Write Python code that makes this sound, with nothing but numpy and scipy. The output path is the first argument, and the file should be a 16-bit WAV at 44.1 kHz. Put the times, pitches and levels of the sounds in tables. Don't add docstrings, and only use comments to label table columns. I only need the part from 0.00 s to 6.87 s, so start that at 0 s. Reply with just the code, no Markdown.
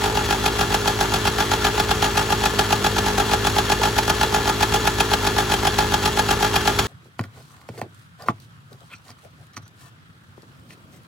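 import sys
import numpy as np
from scipy import signal
from scipy.fft import rfft, irfft
from scipy.io import wavfile
from scipy.ndimage import uniform_filter1d

SR = 44100
rng = np.random.default_rng(int(sys.argv[2]) if len(sys.argv) > 2 else 0)


def put_to_file(sound):
    columns = np.atleast_2d(sound).T
    safe = np.clip(columns, -1, 1)
    whole_steps = np.round(safe * 32767)
    wavfile.write(sys.argv[1], SR, whole_steps.astype(np.int16))


N = 302967
HZ = np.fft.rfftfreq(N, 1 / SR)


def firings(slow_turn_s=.02, quick_turn_s=.0188, falloff_db=12):
    # start in seconds, number of firings,
    # crest in turns after the first firing, relative level of the strongest pop in dB.
    bursts = [(.021, 5, 1.3, -2.8), (0.154, 4, 0.51, -4), (0.2887, 4, 1.3, -2), (0.4417, 3, 1.03, 0),
              (.592, 3, .6, -1), (0.705, 3, 1.8, 0.2), (.859, 3, 1.03, -0.2), (.991, 4, 0.95, -1),
              (1.122, 3, 1.2, -0.6), (1.255, 2, 0.7, -0.5), (1.386, 3, 0.64, -0.9), (1.517, 2, 0.54, -2),
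              (1.6495, 3, 0.28, 0.5), (1.78, 2, 0.74, -1), (1.893, 2, 1.2, -0.1), (2.026, 4, 0.38, -0.7),
              (2.156, 4, 1.15, 0), (2.305, 2, 0.66, -1.5), (2.4187, 3, 1.67, .1), (2.593, 2, 0.12, 1),
              (2.7075, 2, 0.84, .1), (2.8465, 2, 0.6, -0.5), (2.966, 2, 0.77, -1), (3.0445, 4, 1.4, -3.5),
              (3.1818, 3, 0.5, -1.5), (3.296, 3, 1.65, -.5), (3.4502, 2, 0.75, -0.5), (3.566, 2, 0.8, 0),
              (3.701, 2, 0.73, 0.7), (3.8166, 4, 1.25, -0.5), (3.966, 2, 1.2, 0.5), (4.08, 2, 0.85, 1),
              (4.2131, 2, 0.62, -0.5), (4.3257, 5, .95, -0.6), (4.457, 3, 1.53, -1.5),
              (4.6095, 2, 0.73, .5), (4.723, 3, 1.25, -0.5), (4.855, 2, 1.2, 1), (4.986, 2, 1.2, 1.5),
              (5.1171, 2, 0.84, 1), (5.2315, 3, 1.9, -0.2), (5.3662, 4, 1.08, 0), (5.5003, 3, 1.45, -0.7),
              (5.633, 3, 1.7, .5), (5.7881, 4, -.3, 1), (5.9217, 2, 1.5, -0.5), (6.0389, 3, 1.05, 0.1),
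              (6.174, 2, 0.78, .5), (6.2906, 3, 0.77, .5), (6.408, 4, 1.4, -1.5), (6.5422, 2, 0.89, 1),
              (6.657, 3, 0.9, 0.5), (6.7924, 1, 3, 1.5)]
    rows = []
    for start, count, crest, top_db in bursts:
        past_crest = np.arange(count) - crest
        turn_s = np.interp(past_crest, [-.7, 0], [slow_turn_s, quick_turn_s])
        reach = np.where(past_crest < 0, .9, .35 * count)
        weakness = past_crest ** 2 / (past_crest ** 2 + reach ** 2)
        pop_db = top_db - falloff_db * (weakness - weakness.min())
        knock_db = -2.1 + 1.53 * pop_db - 4.5 * np.clip(past_crest, 0, 1)
        rows.append([start + np.cumsum(turn_s) - turn_s, pop_db, knock_db])
    return np.hstack(rows)


def crank(fired, turn_s=.019):
    marks = np.r_[fired[0] - 3 * turn_s, fired, fired[-1] + 4 * turn_s]
    turns = []
    for start, end in zip(marks[:-1], marks[1:]):
        count = max(1, round((end - start) / turn_s))
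        share = np.linspace(0, 1, count, endpoint=False)
        turns.extend(start + (end - start) * (share - .055 * share * (1 - share)))
    return np.array(turns)


def exhaust(fired, pop_db):
    # frequency in Hz, bandwidth in Hz, gain in dB, polarity.
    pipe_modes = [(423, 68, -19.5, -1), (762, 10, -32.5, -1), (856.4, 31.4, -11.5, 1), (924, 24, -24.5, 1),
                  (1224, 11.5, -27.5, 1), (1409, 72, -16, 1), (1677, 19, -24, 1), (1800, 100, -32, 1)]
    port_modes = [(634, 38, -25, -1), (2500, 88, -20, 1), (3160, 220, -16, 1)]
    slug_modes = [(74, 9.5, -26.5, 1), (102.8, 29.6, -21.5, 1), (130, 110, -26.5, 1)]
    pop = ring(fired, pop_db, pipe_modes, detune=.015, scatter_db=2, sag=.06)
    crack = ring(fired, 1.9 * pop_db, port_modes, detune=.0076, scatter_db=3, size=1200)
    half_turn_later = fired + .0105
    thump = ring(half_turn_later, .6 * pop_db, slug_modes, detune=.015, scatter_db=1, size=5000)
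    return pop + crack + thump


def pumping(turns):
    # frequency in Hz, bandwidth in Hz, gain in dB, polarity.
    muffler_modes = [(49.4, 21.4, -28.5, -1), (386.7, 76, -13.5, 1), (422.9, 53.2, -14.5, -1),
                     (514, 66, -33.5, 1), (852.5, 25, -33, 1), (1370, 45, -54, 1), (1740, 28, -37, 1)]
    intake_modes = [(102.3, 25, -27, 1), (161, 29, -40.5, 1), (198.8, 10.4, -37.5, 1),
                    (206, 24.5, -38.5, 1), (225, 49, -45.5, 1), (348, 9.3, -38.5, 1)]
    puff = ring(turns + .00091, 0, muffler_modes, detune=.017, scatter_db=1.4)
    gulp = ring(turns + .0072, 0, intake_modes, detune=.0055, scatter_db=2, size=5000)
    return puff + gulp


def clatter(turns):
    # frequency in Hz, relative level in dB.
    spectrum = [(30, -9), (70, 11.5), (250, 3), (560, -1.5), (950, 4.5), (1600, 1), (2300, -3),
                (3400, -3.5), (4400, -6.5), (5200, -11), (7000, -10), (8200, -9), (11000, -12.5),
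                (16000, -19)]
    revolutions = np.interp(np.arange(N) / SR, turns, np.arange(len(turns)))
    slap = undb(5.4 * rng.standard_normal(len(turns)))[revolutions.astype(int)]
    rocking = np.exp(.69 * (np.cos(2 * np.pi * (revolutions - .68)) - 1))
    load = 1 + .28 * slap * rocking
    ticks = rng.standard_normal(N) * (rng.random(N) < .25)
    ticks *= undb(1.57 * rng.exponential(size=N))
    return undb(-27) * barrel(load * ticks, spectrum)


def hiss(fired, knock_db, size=2400):
    # time from the port opening in seconds, relative level in dB.
    blow = [(-.009, -35), (-.0065, -13.5), (-.002, -2), (0, -7), (.0035, -3), (.007, -9.5), (.013, -19),
            (.026, -21), (.04, -54)]
    # frequency in Hz, relative level in dB.
    spectrum = [(200, -3), (560, -4.5), (900, 2.5), (1700, 1.5), (2200, 1), (3300, 1), (4400, -2.5),
                (5200, -4.5), (6400, -6), (8200, -5.5), (11500, -7), (16000, -16.5)]
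    seconds, db = np.transpose(blow)
    envelope = undb(np.interp(seconds[0] + np.arange(size) / SR, seconds, db))
    strength = place(fired + seconds[0], np.outer(undb(knock_db), envelope))
    gas = rng.standard_normal(N)
    flicker_db = 1.46 * np.repeat(rng.standard_normal(N // 16 + 1), 16)[:N]
    return undb(-29) * barrel(strength * gas * undb(flicker_db), spectrum)


def barrel(force, spectrum):
    # frequency in Hz, bandwidth in Hz, gain in dB.
    fin_modes = [(1383, 95, 0.5), (1718, 31, 7.5), (2786, 18, 8), (3213, 11.5, 10), (3252, 24, 1),
                 (3398, 21, 8), (3500, 32, 5.5), (4030, 71, 4), (4494, 230, 2.5), (5470, 170, 5.5),
                 (6000, 120, -1), (6300, 100, 3), (6800, 34, 9.5)]
    fins = sum(undb(db) * 1j * HZ * width / (hz ** 2 - HZ ** 2 + 1j * HZ * width)
               for hz, width, db in fin_modes)
    radiated = irfft(rfft(force) * colour(spectrum) * (1 + undb(-1) * fins), N)
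    return radiated / np.sqrt(np.mean(radiated ** 2))


def panel_hum(turns):
    # time in seconds, rms level in dB.
    swells = [(0, -48.5), (2.6, -51), (2.85, -38), (3.15, -34), (3.35, -47.5), (5.9, -49), (6.1, -40),
              (6.4, -49), (6.6, -42)]
    t = np.arange(N) / SR
    revolutions = uniform_filter1d(np.interp(t, turns, np.arange(len(turns))), size=4000)
    amplitude = np.sqrt(2) * undb(np.interp(t, *np.transpose(swells)))
    return amplitude * np.sin(2 * np.pi * 4 * revolutions)


def reflections(sound, decay_s, size=3000):
    decay = undb(-60 * np.arange(size) / SR / decay_s)
    spray = rfft(rng.standard_normal(size) * decay, N)
    return irfft(rfft(sound) * spray / np.abs(spray), N)


def ring(times, db, modes, detune, scatter_db, sag=0, size=3600):
    t, pulses = np.arange(size) / SR, 0
    chance = rng.standard_normal((len(times), len(modes) + 1))
    lag = sag * np.outer(undb(db), .0051 * (1 - np.exp(-t / .0045)))
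    clock = np.outer(1 + detune * chance[:, -1], t) - lag
    for k, (hz, width, mode_db, polarity) in enumerate(modes):
        gain = polarity * undb(db + mode_db + scatter_db * chance[:, k])
        envelope = np.outer(gain, np.exp(-np.pi * width * t))
        pulses = pulses + envelope * np.cos(2 * np.pi * hz * clock)
    return place(times, pulses)


def place(times, sounds):
    track = np.zeros(N + 2 * SR)
    for seconds, sound in zip(times, sounds):
        start = SR + int(round(seconds * SR))
        track[start:start + len(sound)] += sound
    return track[SR:SR + N]


def colour(points):
    hz, db = np.transpose(points)
    return undb(np.interp(np.log(HZ + 1), np.log(hz), db))


def undb(db):
    return 10 ** (np.asarray(db) / 20)


def scene():
    # frequency in Hz, gain of the side signal in dB.
    width = [(60, -28), (300, -18.5), (750, -9), (1300, -8.5), (3000, -6.5), (6500, -4), (8500, -47),
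             (16000, -13)]
    fired, pop_db, knock_db = firings()
    turns = crank(fired)
    tones = pumping(turns) + exhaust(fired, pop_db) + panel_hum(turns)
    facing, flanks = (hiss(fired, knock_db) + clatter(turns) for _ in range(2))
    indirect = reflections(tones, decay_s=.049) + flanks
    side = irfft(rfft(indirect) * colour(width), N)
    return tones + facing + np.array([side, -side])


def record(dry, bottom_hz=40, top_hz=16000):
    # frequency in Hz, left minus right level in dB.
    balance = [(60, 2), (200, -1), (400, 0), (750, 1), (1300, 1.5), (2400, 3.5), (4400, 2), (8000, 0.7),
               (15000, -0.5)]
    # frequency in Hz, lead of the left channel in radians.
    phase = [(0, 0), (100, -.25), (750, -.55), (1700, -.4), (3500, .6), (5400, .4), (7500, 0), (8600, -2.8),
             (9400, -3.4), (10300, -6), (11900, -6.5), (12800, -9.1), (13600, -9.7), (14600, -12.5)]
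    lead = np.interp(HZ, *np.transpose(phase))
    tilt = np.sqrt(colour(balance)) * np.exp(.5j * lead)
    bass_cut = 1 / np.sqrt(1 + (bottom_hz / (HZ + 1)) ** 10)
    heard = irfft(rfft(dry) * bass_cut * np.array([tilt, 1 / tilt]), N)
    rounded = np.tanh(.8 * heard) / .8
    treble_cut = signal.ellip(10, .2, 80, top_hz, fs=SR, output="sos")
    return signal.sosfilt(treble_cut, rounded)


dry = scene()
out = record(dry)
put_to_file(out)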